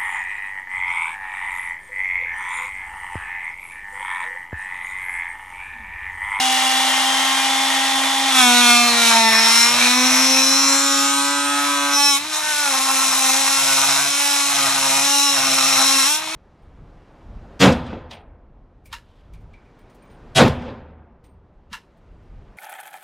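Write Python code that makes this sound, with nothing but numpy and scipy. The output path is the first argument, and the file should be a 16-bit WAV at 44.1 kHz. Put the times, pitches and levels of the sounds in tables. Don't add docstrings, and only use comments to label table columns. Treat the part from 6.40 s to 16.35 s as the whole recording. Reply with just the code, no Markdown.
import sys
import numpy as np
from scipy import signal
from scipy.fft import rfft, irfft, next_fast_len
from scipy.io import wavfile
from scipy.ndimage import uniform_filter1d, map_coordinates

SR = 44100
rng = np.random.default_rng(int(sys.argv[2]) if len(sys.argv) > 2 else 0)


def digitize_waveform(pressure):
    field = np.atleast_2d(pressure).T
    bounded = np.clip(field, -1, 1)
    quanta = np.round(bounded * 32767).astype(np.int16)
    wavfile.write(sys.argv[1], SR, quanta)


N = 438794
TIME = np.arange(N) / SR
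FREQ = np.maximum(np.arange(N // 2 + 1) * SR / N, 1)


def undb(db):
    return 10 ** (np.asarray(db) / 20)


def unit(x):
    return x / np.std(x)


def curves(table):
    seconds, *columns = np.transpose(table)
    return [np.interp(TIME, seconds, column) for column in columns]


def walk(rate):
    return unit(map_coordinates(rng.standard_normal(4096), [TIME * rate], order=3, mode="wrap"))


def spell(start, end, fade):
    return np.clip(np.minimum(TIME - start, end - TIME) / fade + .5, 0, 1)


def spells(table, fade):
    return sum(strength * spell(start, end, fade) for start, end, strength in table)


def colour(points, modes=()):
    hz, db = np.transpose(points)
    slope_db = np.interp(np.log(FREQ), np.log(hz), db)
    peaks_db = sum(peak / (1 + (2 * (FREQ - centre) / width) ** 2) for centre, width, peak in modes)
    return undb(slope_db + peaks_db)


def ring(x, gain):
    cepstrum = irfft(np.log(gain + 1e-6), N)
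    cepstrum[1:N // 2] *= 2
    cepstrum[N // 2 + 1:] = 0
    return irfft(rfft(x) * np.exp(rfft(cepstrum)), N)


def band(x, low_hz, high_hz, order=12):
    below = (low_hz / FREQ) ** (2 * order)
    above = (FREQ / high_hz) ** (2 * order)
    return irfft(rfft(x) / np.sqrt((1 + below) * (1 + above)), N)


def shake(x, db):
    power = uniform_filter1d(uniform_filter1d(x ** 2, size=2200), size=2200)
    return x * undb(db) / np.sqrt(power + 1e-12)


def hum(turn, hum_db, bounce, rough, in_wood):
    swing = undb(hum_db + 1.06 * rough * walk(35)) * np.cos(2 * np.pi * turn)
    octave_size = (0.65 + 0.84 * in_wood) * undb(.5 * hum_db - 26.5 + 2.2 * walk(13))
    octave = octave_size * np.cos(4 * np.pi * turn)
    half_turn = np.pi * turn + .5 * walk(30)
    thump_shape = np.cos(half_turn) + .5 * np.cos(3 * half_turn) + 2.75 * np.cos(5 * half_turn)
    thump = bounce * undb(-43.5 + 2.0 * walk(22)) * thump_shape
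    rumble_db = -59.5 + 5.4 * rough * in_wood + 6.5 * bounce + 2 * walk(13.0)
    rumble = unit(band(rng.standard_normal(N), 72, 340, order=2)) * undb(rumble_db)
    return np.sqrt(2) * (swing + octave + thump) + rumble


def strokes(turn, decay, back, scatter_db):
    size = undb(scatter_db * rng.standard_normal(8192)[(2 * turn).astype(int)])
    forward_jolt = np.exp(-(turn % 1) / decay)
    back_jolt = back * np.exp(-((turn + .5) % 1) / decay)
    return size * (forward_jolt + back_jolt)


# frequency in Hz, relative level in dB.
RATTLE_COLOUR = [(240, -59), (400, -26), (792, -12.5), (850, -8), (1680, -17), (1830, -10), (2510, -9.5),
                 (3430, -4), (4690, -11), (6600, -12), (12000, -22), (15600, -10.5), (22000, -120)]


def rattling(turn):
    clatter = rng.standard_normal(N) * strokes(turn, decay=0.82, back=1.0, scatter_db=1.0)
    return unit(ring(clatter, colour(RATTLE_COLOUR)))


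def whine(turn, orders, gate, db, waver_db, slip):
    on = gate > 0
    angle = 2 * np.pi * (turn + slip * walk(60))[on]
    tone, out = 0, np.zeros(N)
    for multiple, line_db in orders:
        waver = np.interp(TIME[on] * 16, np.arange(400), rng.standard_normal(400))
        line_size = undb(line_db + waver_db * waver)
        tone = tone + line_size * np.cos(multiple * angle + 2 * np.pi * rng.random())
    out[on] = unit(tone) * undb(db)
    return out * gate


# multiple of the stroke rate, level in dB relative to the other rows of the table.
FREE_TONES = [(3, 1), (4, -7.5), (5, -12), (6, -11), (7, -9), (8, -7), (9, -5), (10, -7), (11, -1.5),
              (12, 1.5), (13, 2.5)]
BITING_TONES = [(3, 8), (4, -1), (5, 5.5), (6, 5.5), (7, -4.5), (8, -10), (9, 1.5), (10, 0.5), (11, -3.5),
                (12, -13), (13, -4), (14, -3.5), (15, -3.5), (16, -8), (17, -11), (18, -8)]
JAMMING_TONES = [(3, -8.5), (4, -3), (5, -10.5), (6, -25), (8, -18), (9, -18), (11, -18), (16, -18)]
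RINGING_TONES = [(15, 0), (20, -4), (22, -9), (26, -7)]


def entry_tones(turn):
    biting = spell(1.97, 2.47, fade=.12)
    digging = spell(2.5, 3.3, fade=.1)
    out = whine(turn, FREE_TONES, spell(-.2, 1.93, fade=.08), db=-4.0, waver_db=3.5, slip=0.0079)
    out += whine(turn, BITING_TONES, biting + .25 * digging, db=0, waver_db=2, slip=0.007)
    out += whine(turn, JAMMING_TONES, spell(2.745, 2.9, fade=.025), db=2, waver_db=1.5, slip=0.008)
    return out + whine(turn, RINGING_TONES, spell(3.85, 4.5, fade=.15), db=-10, waver_db=2, slip=.003)


# multiple of the stroke rate, level in dB relative to the other rows of the table.
RIDING_TONES = [(3, -8), (3.5, -5.5), (4, -4), (4.5, 3), (5, -5.5), (5.5, -3), (6, -12), (6.5, -21),
                (7, -19), (8, -23), (8.5, -17), (9, -17), (12, -11.5), (14, -24)]
SQUEALING_TONES = [(14, -7), (19, 1), (21, -1)]
BINDING_TONES = [(3, 23), (4, 24), (5, 14), (6, 12), (7, 8), (8, 6), (9, 8.5), (10, 3), (11, 5), (12, 5),
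                 (13, 1), (14, 8), (15, 5), (16, -7), (18, -7), (19, 11.5), (20, -5), (21, 3), (22, -7),
                 (23, -9), (24, -14), (25, -4.5), (26, -4), (27, -6), (28, -13), (29, -14), (30, -3),
                 (31, -10)]
ENTERING_TONES = [(3, -1.5), (4, -8), (5, -1), (6, -10)]


def binding_tones(turn, binding):
    settled = np.clip((TIME - 4.3) / 0.2, 0, 1)
    out = settled * whine(turn, RIDING_TONES, spell(4.3, 5.59, fade=.04), db=-1, waver_db=1, slip=.012)
    out += whine(turn, SQUEALING_TONES, spell(5.52, 5.61, fade=.04), db=3, waver_db=2, slip=.003)
    out += whine(turn, BINDING_TONES, binding, db=11, waver_db=3.2, slip=.004)
    return out + whine(turn, ENTERING_TONES, spell(6.03, 6.3, fade=.06), db=-3, waver_db=1.5, slip=.005)


# multiple of the stroke rate, level in dB relative to the other rows of the table.
RASPING_TONES = [(3, 5.5), (4, 6.5), (5, 3.5), (10, -2.5)]
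CHATTERING_TONES = [(2.5, -7), (3, -5), (3.5, 2.5), (4, 3), (4.5, 4.5), (5, -10), (5.5, 3.5)]
SINGING_TONES = [(3, 6.5), (4, 1), (5, -7), (6, -3), (7, -13), (9, -12), (10, -7), (14, -4), (19, -4),
                 (21, -10)]
EASING_TONES = [(3, 6), (4, -15), (5, 2), (6, -5), (7, -7), (8, -5), (9, -6), (10, -3), (11, -3)]


def rasping_tones(turn, rough, bounce):
    rasp = spell(6.3, 9.64, fade=.1)
    grip = undb(4.5 * rough * walk(50))
    seated = grip * rough ** 2 * (1 - .5 * bounce) * rasp
    out = whine(turn, RASPING_TONES, seated, db=-4, waver_db=2, slip=0.014)
    out += whine(turn, CHATTERING_TONES, grip * bounce * rasp, db=-5, waver_db=2.5, slip=0.016)
    grown = np.clip((TIME - 8.62) / .17, 0, 1)
    out += grown * whine(turn, SINGING_TONES, spell(8.62, 8.92, fade=.04), db=-1, waver_db=2, slip=0.007)
    return out + whine(turn, EASING_TONES, spell(9.67, 9.79, fade=.06), db=-8, waver_db=3.5, slip=0.014)


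# time in seconds, roughness from 0 to 1.
TEARING_ROUGHNESS = [(1.9, 0.9), (2.1, 0.5), (2.74, 0.59), (2.84, 0.36), (2.95, 0.61), (3.7, 0.59),
                     (4.2, 0.52), (5.5, 0.49), (5.62, 0.38), (5.82, 0.75), (6.5, .85), (7.1, 0.74),
                     (7.6, 0.62), (8.85, 0.65), (9.55, 0.84), (9.7, 0.59), (9.85, 0.8)]
# start in seconds, end in seconds, strength from 0 to 1, on top of a slight bounce in any cut.
BOUNCE_SPELLS = [(2.42, 2.76, 0.22), (3.3, 3.48, 0.58), (3.66, 3.78, 0.5), (6.65, 7.1, 0.16),
                 (7.2, 7.7, 0.75), (8.1, 8.65, 0.73), (8.93, 9.42, 0.61)]
# start in seconds, end in seconds, relative strength.
KNOCK_SPELLS = [(2.88, 3.36, 0.62), (4.25, 4.9, 0.16), (8.95, 9.68, 0.13)]


def contact(in_wood):
    least_bounce = 0.029 * in_wood
    bounce = np.clip(least_bounce + spells(BOUNCE_SPELLS, fade=0.081), 0, 1)
    rough = np.clip(curves(TEARING_ROUGHNESS)[0] + 0.1658 * bounce, 0, 1)
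    knock = spells(KNOCK_SPELLS, fade=0.15)
    return rough, bounce, knock


def teeth(turn, wear_rate, count=160):
    tracks = irfft(np.exp(2j * np.pi * rng.random((400, count // 2 + 1))), axis=1)
    place = [TIME * wear_rate, turn % 1 * count]
    return unit(map_coordinates(tracks, place, order=3, mode="grid-wrap"))


# frequency in Hz, relative level in dB.
KERF_COLOUR = [(240, -24), (400, -50), (455, -16), (604, -6.5), (677, -2), (913, 2.5), (1680, -1),
               (2470, -3.5), (2980, -4.5), (3950, -0.5), (4760, -2.5), (5410, 2.5), (12000, -4.5),
               (15600, -9.5), (22000, -120)]
# frequency in Hz, width in Hz, boost (or cut) in dB.
BLADE_RESONANCES = [(1170, 820, 6), (2545, 380, 4), (3996, 28, 6.5), (4810, 190, -6.5), (5230, 520, 4.5),
                    (6106, 113, 7.5), (7270, 640, 4)]


def sawing(turn, hz, rough, bounce, knock):
    track = teeth(turn + .011 * rough * walk(140), wear_rate=6)
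    rocking = np.clip(0.34 * (spell(3.75, 5.57, fade=.1) + bounce), 0, 1)
    other_track = np.cos(np.pi * turn) * teeth(turn, wear_rate=5)
    track = np.sqrt(1 - rocking) * track + np.sqrt(2 * rocking) * other_track
    scrape = np.sqrt(1 - rough ** 2) * track + rough * rng.standard_normal(N)
    scrape = unit(scrape * strokes(turn, decay=0.88, back=0.62, scatter_db=2.0 * rough))
    samples_off = ((turn + .5) % 1 - .5) * SR / hz + 2 * rough * walk(200)
    pulse = np.sinc(.5 * samples_off) * np.exp(-(samples_off / 8) ** 2)
    knocks = unit(pulse * undb(2 * walk(150)))
    every_other = 1 + 0.14 * bounce * np.cos(np.pi * turn)
    force = (scrape + 0.67 * knock * knocks) * every_other
    return unit(ring(force, colour(KERF_COLOUR, BLADE_RESONANCES)))


# middle in seconds, duration in seconds, frequency in Hz, width in Hz, boost (or cut) in dB.
FLARE_SWELLS = [(.1, 1.2, 2830, 220, 6.5), (0.746, 0.45, 3080, 300, 5), (1.398, 1, 3410, 400, 2.5),
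                (2.021, 0.16, 3470, 280, 11.5), (2.42, 0.31, 4306, 300, 7.5), (2.755, 0.1, 1650, 700, 1.5),
                (2.967, 0.19, 2000, 520, 6.5), (3.128, 0.6, 5480, 300, 10), (3.431, 0.12, 2395, 220, 7.5),
                (3.599, 0.48, 2310, 400, 2.5), (3.985, 0.1, 2500, 400, 8), (4.058, 1.06, 5735, 723.6, 10),
                (4.638, 0.98, 7260, 700.4, 7.5), (5.0, 0.51, 8520, 901, 8.5), (5.66, 0.052, 2895, 300, -9),
                (5.73, 0.091, 2200, 300, 6), (5.68, .05, 2560, 200, 7), (5.74, .07, 1760, 500, -11),
                (5.743, .07, 3590, 600, 5), (5.745, .07, 5370, 300, -5), (5.96, .08, 3660, 249.5, 7),
                (6.129, 0.19, 1512, 160.4, 4), (8.227, 0.063, 1143, 400, 6), (9.2, 1.16, 5603, 402, 6),
                (9.268, .16, 1251, 319.3, 5), (9.5, .3, 3950, 351, 4), (9.881, .02, 740, 500, 13)]


def flare(x, bounce):
    size = next_fast_len(N, True)
    spectrum = rfft(x, size)
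    freq = np.arange(size // 2 + 1) * SR / size
    swells = [(1210, 530, -1.5 * bounce)]
    for middle, duration, hz, width, db in FLARE_SWELLS:
        swell = np.exp(-np.square((2 * (TIME - middle) / duration) ** 2))
        swells.append((hz, width, db * swell))
    out = x
    for hz, width, db in swells:
        peak = 1 / (1 + np.square((2 * (freq - hz) / width) ** 2))
        out = out + (undb(db) - 1) * irfft(spectrum * peak, size)[:N]
    return out


# time in seconds, board level in dB, housing level in dB, blade level in dB.
SHAKING = [(0.0, -21.5, -22.5, -25.5), (1.83, -23, -24, -27.5), (1.91, -21.5, -22, -25),
           (1.99, -16.5, -16, -19), (2.12, -19, -19, -21.5), (2.3, -17, -15.5, -19.5),
           (2.55, -21.5, -21, -24.5), (2.69, -23, -18, -19.5), (2.715, -15, -20, -21),
           (2.76, -15, -19.5, -20.5), (2.86, -18, -20, -23.5), (2.95, -19.5, -19.5, -19.5),
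           (3.23, -22, -19.5, -16), (3.34, -21.5, -22, -23), (3.44, -22, -17, -21), (3.56, -22.5, -22, -22),
           (3.77, -23, -22.5, -19), (3.92, -26, -23, -18.5), (3.985, -25, -20.5, -18),
           (4.05, -25.5, -23, -18), (4.3, -24, -25, -19), (5.1, -23.5, -28.5, -28),
           (5.49, -23.5, -27.5, -28.5), (5.56, -20.5, -25.5, -18.5), (5.67, -22.5, -22, -16),
           (5.745, -24.5, -24, -19), (5.773, -20, -22, -26), (5.795, -35, -32, -35),
           (5.89, -34.5, -34, -35.5), (5.945, -29.5, -27.5, -25), (6.02, -29, -30, -29),
           (6.07, -26, -28, -27), (6.65, -24, -25.5, -21.5), (7.54, -25.5, -24.5, -22),
           (7.76, -28, -25.5, -23), (8.05, -27, -26, -23), (8.22, -24.5, -25, -24),
           (8.85, -25.5, -24.5, -20), (9.02, -24.5, -24.5, -22.5), (9.3, -23.5, -21.5, -19),
           (9.62, -24.5, -23.5, -20.5), (9.75, -29, -26.5, -22.5), (9.81, -32.5, -33, -36),
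           (9.95, -35, -32, -35)]


def tool_body(drive, turn, rough, bounce, in_wood, press):
    board_db, housing_db, blade_db = curves(SHAKING)
    flutter = 1 + 0.13 * bounce * np.cos(np.pi * turn + 2.3 * walk(22))
    chatter = flutter * undb(0.62 * in_wood * rough * walk(45))
    stutter_db = 2 * in_wood * rough ** 2 * walk(26)
    board = shake(band(drive * chatter, 488, 2004), board_db + stutter_db)
    housing = shake(band(drive, 2075, 4330), housing_db)
    blade = shake(band(drive, 4870, 11200), blade_db)
    return (board + housing + blade) * undb(0.72 * press)


# frequency in Hz,
# level of the sides compared with the middle in dB.
STEREO_WIDTH = [(100, -24.5), (360, -18.5), (650, -7), (1170, -19), (2130, -8), (3860, -2.5), (5600, -6.5),
                (8000, -4), (12000, 15)]


def stereo(mid, smear_share, smear_s):
    smear = rfft(rng.standard_normal(N) * np.exp(-TIME / smear_s))
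    smear = smear / np.sqrt(np.mean(abs(smear) ** 2))
    share = np.clip(smear_share * FREQ / (FREQ + 600), 0, 1)
    spread = 1j * np.sqrt(1 - share) + np.sqrt(share) * smear
    side = irfft(rfft(mid) * colour(STEREO_WIDTH) * spread, N)
    return np.array([mid + side, mid - side])


# time in seconds, strokes per second in Hz.
MOTOR_SPEED = [(0.0, 259), (0.97, 267.5), (1.88, 269.4), (2.08, 244.6), (2.48, 238.3), (2.94, 221.9),
               (3.82, 262.1), (4.03, 265.4), (4.2, 273.2), (5.27, 286.5), (5.5, 283.3), (5.685, 285),
               (5.73, 279), (5.77, 279), (5.87, 310.7), (6.2, 295.8), (6.33, 268), (6.77, 264.1),
               (7.16, 272.5), (7.31, 270.3), (7.83, 285.1), (8.05, 281.5), (8.48, 268.9), (8.72, 282.3),
               (8.86, 284), (9.01, 269.2), (9.3, 265.8), (9.52, 273.2), (9.635, 265.8), (9.71, 301),
               (9.77, 308.7), (9.95, 322)]
# time in seconds, level in dB.
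HUM_LEVEL = [(0.0, -35.5), (1.91, -31.5), (2.08, -23), (2.42, -25.5), (2.6, -29.5), (2.88, -26.5),
             (3.05, -31), (3.3, -33), (3.58, -23.5), (4.18, -27), (5.46, -31), (5.75, -34), (5.8, -40),
             (6.15, -48), (6.29, -38.5), (6.51, -34), (7.57, -39), (9.56, -31.5), (9.81, -45.5),
             (9.95, -41)]


def scene():
    hz, hum_db = curves(MOTOR_SPEED)[0], curves(HUM_LEVEL)[0]
    in_wood = np.clip((TIME - 1.89) / .08, 0, 1)
    rough, bounce, knock = contact(in_wood)
    press = in_wood * rough * walk(9)
    hz = hz * (1 - .004 * press)
    hum_db = hum_db + 1.0 * press
    tremble = 1 + .013 * in_wood * rough ** 4 * walk(35)
    turn = np.cumsum(hz * tremble) / SR
    drive = (1 - in_wood) * rattling(turn) + in_wood * sawing(turn, hz, rough, bounce, knock)
    binding = spell(5.58, 5.755, fade=.06)
    drive = drive * (1 - .45 * binding)
    tones = entry_tones(turn) + binding_tones(turn, binding) + rasping_tones(turn, rough, bounce)
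    drive = flare(drive + tones, bounce)
    body = tool_body(drive, turn, rough, bounce, in_wood, press)
    return stereo(body + hum(turn, hum_db, bounce, rough, in_wood), smear_share=0.9, smear_s=0.017)


def record(dry):
    rounded = dry / (1 + (dry / .9) ** 8) ** (1 / 8)
    treble_cut = signal.ellip(8, .2, 80, 12700, fs=SR, output="sos")
    return signal.sosfilt(treble_cut, rounded)


dry = scene()
out = record(dry)
digitize_waveform(out)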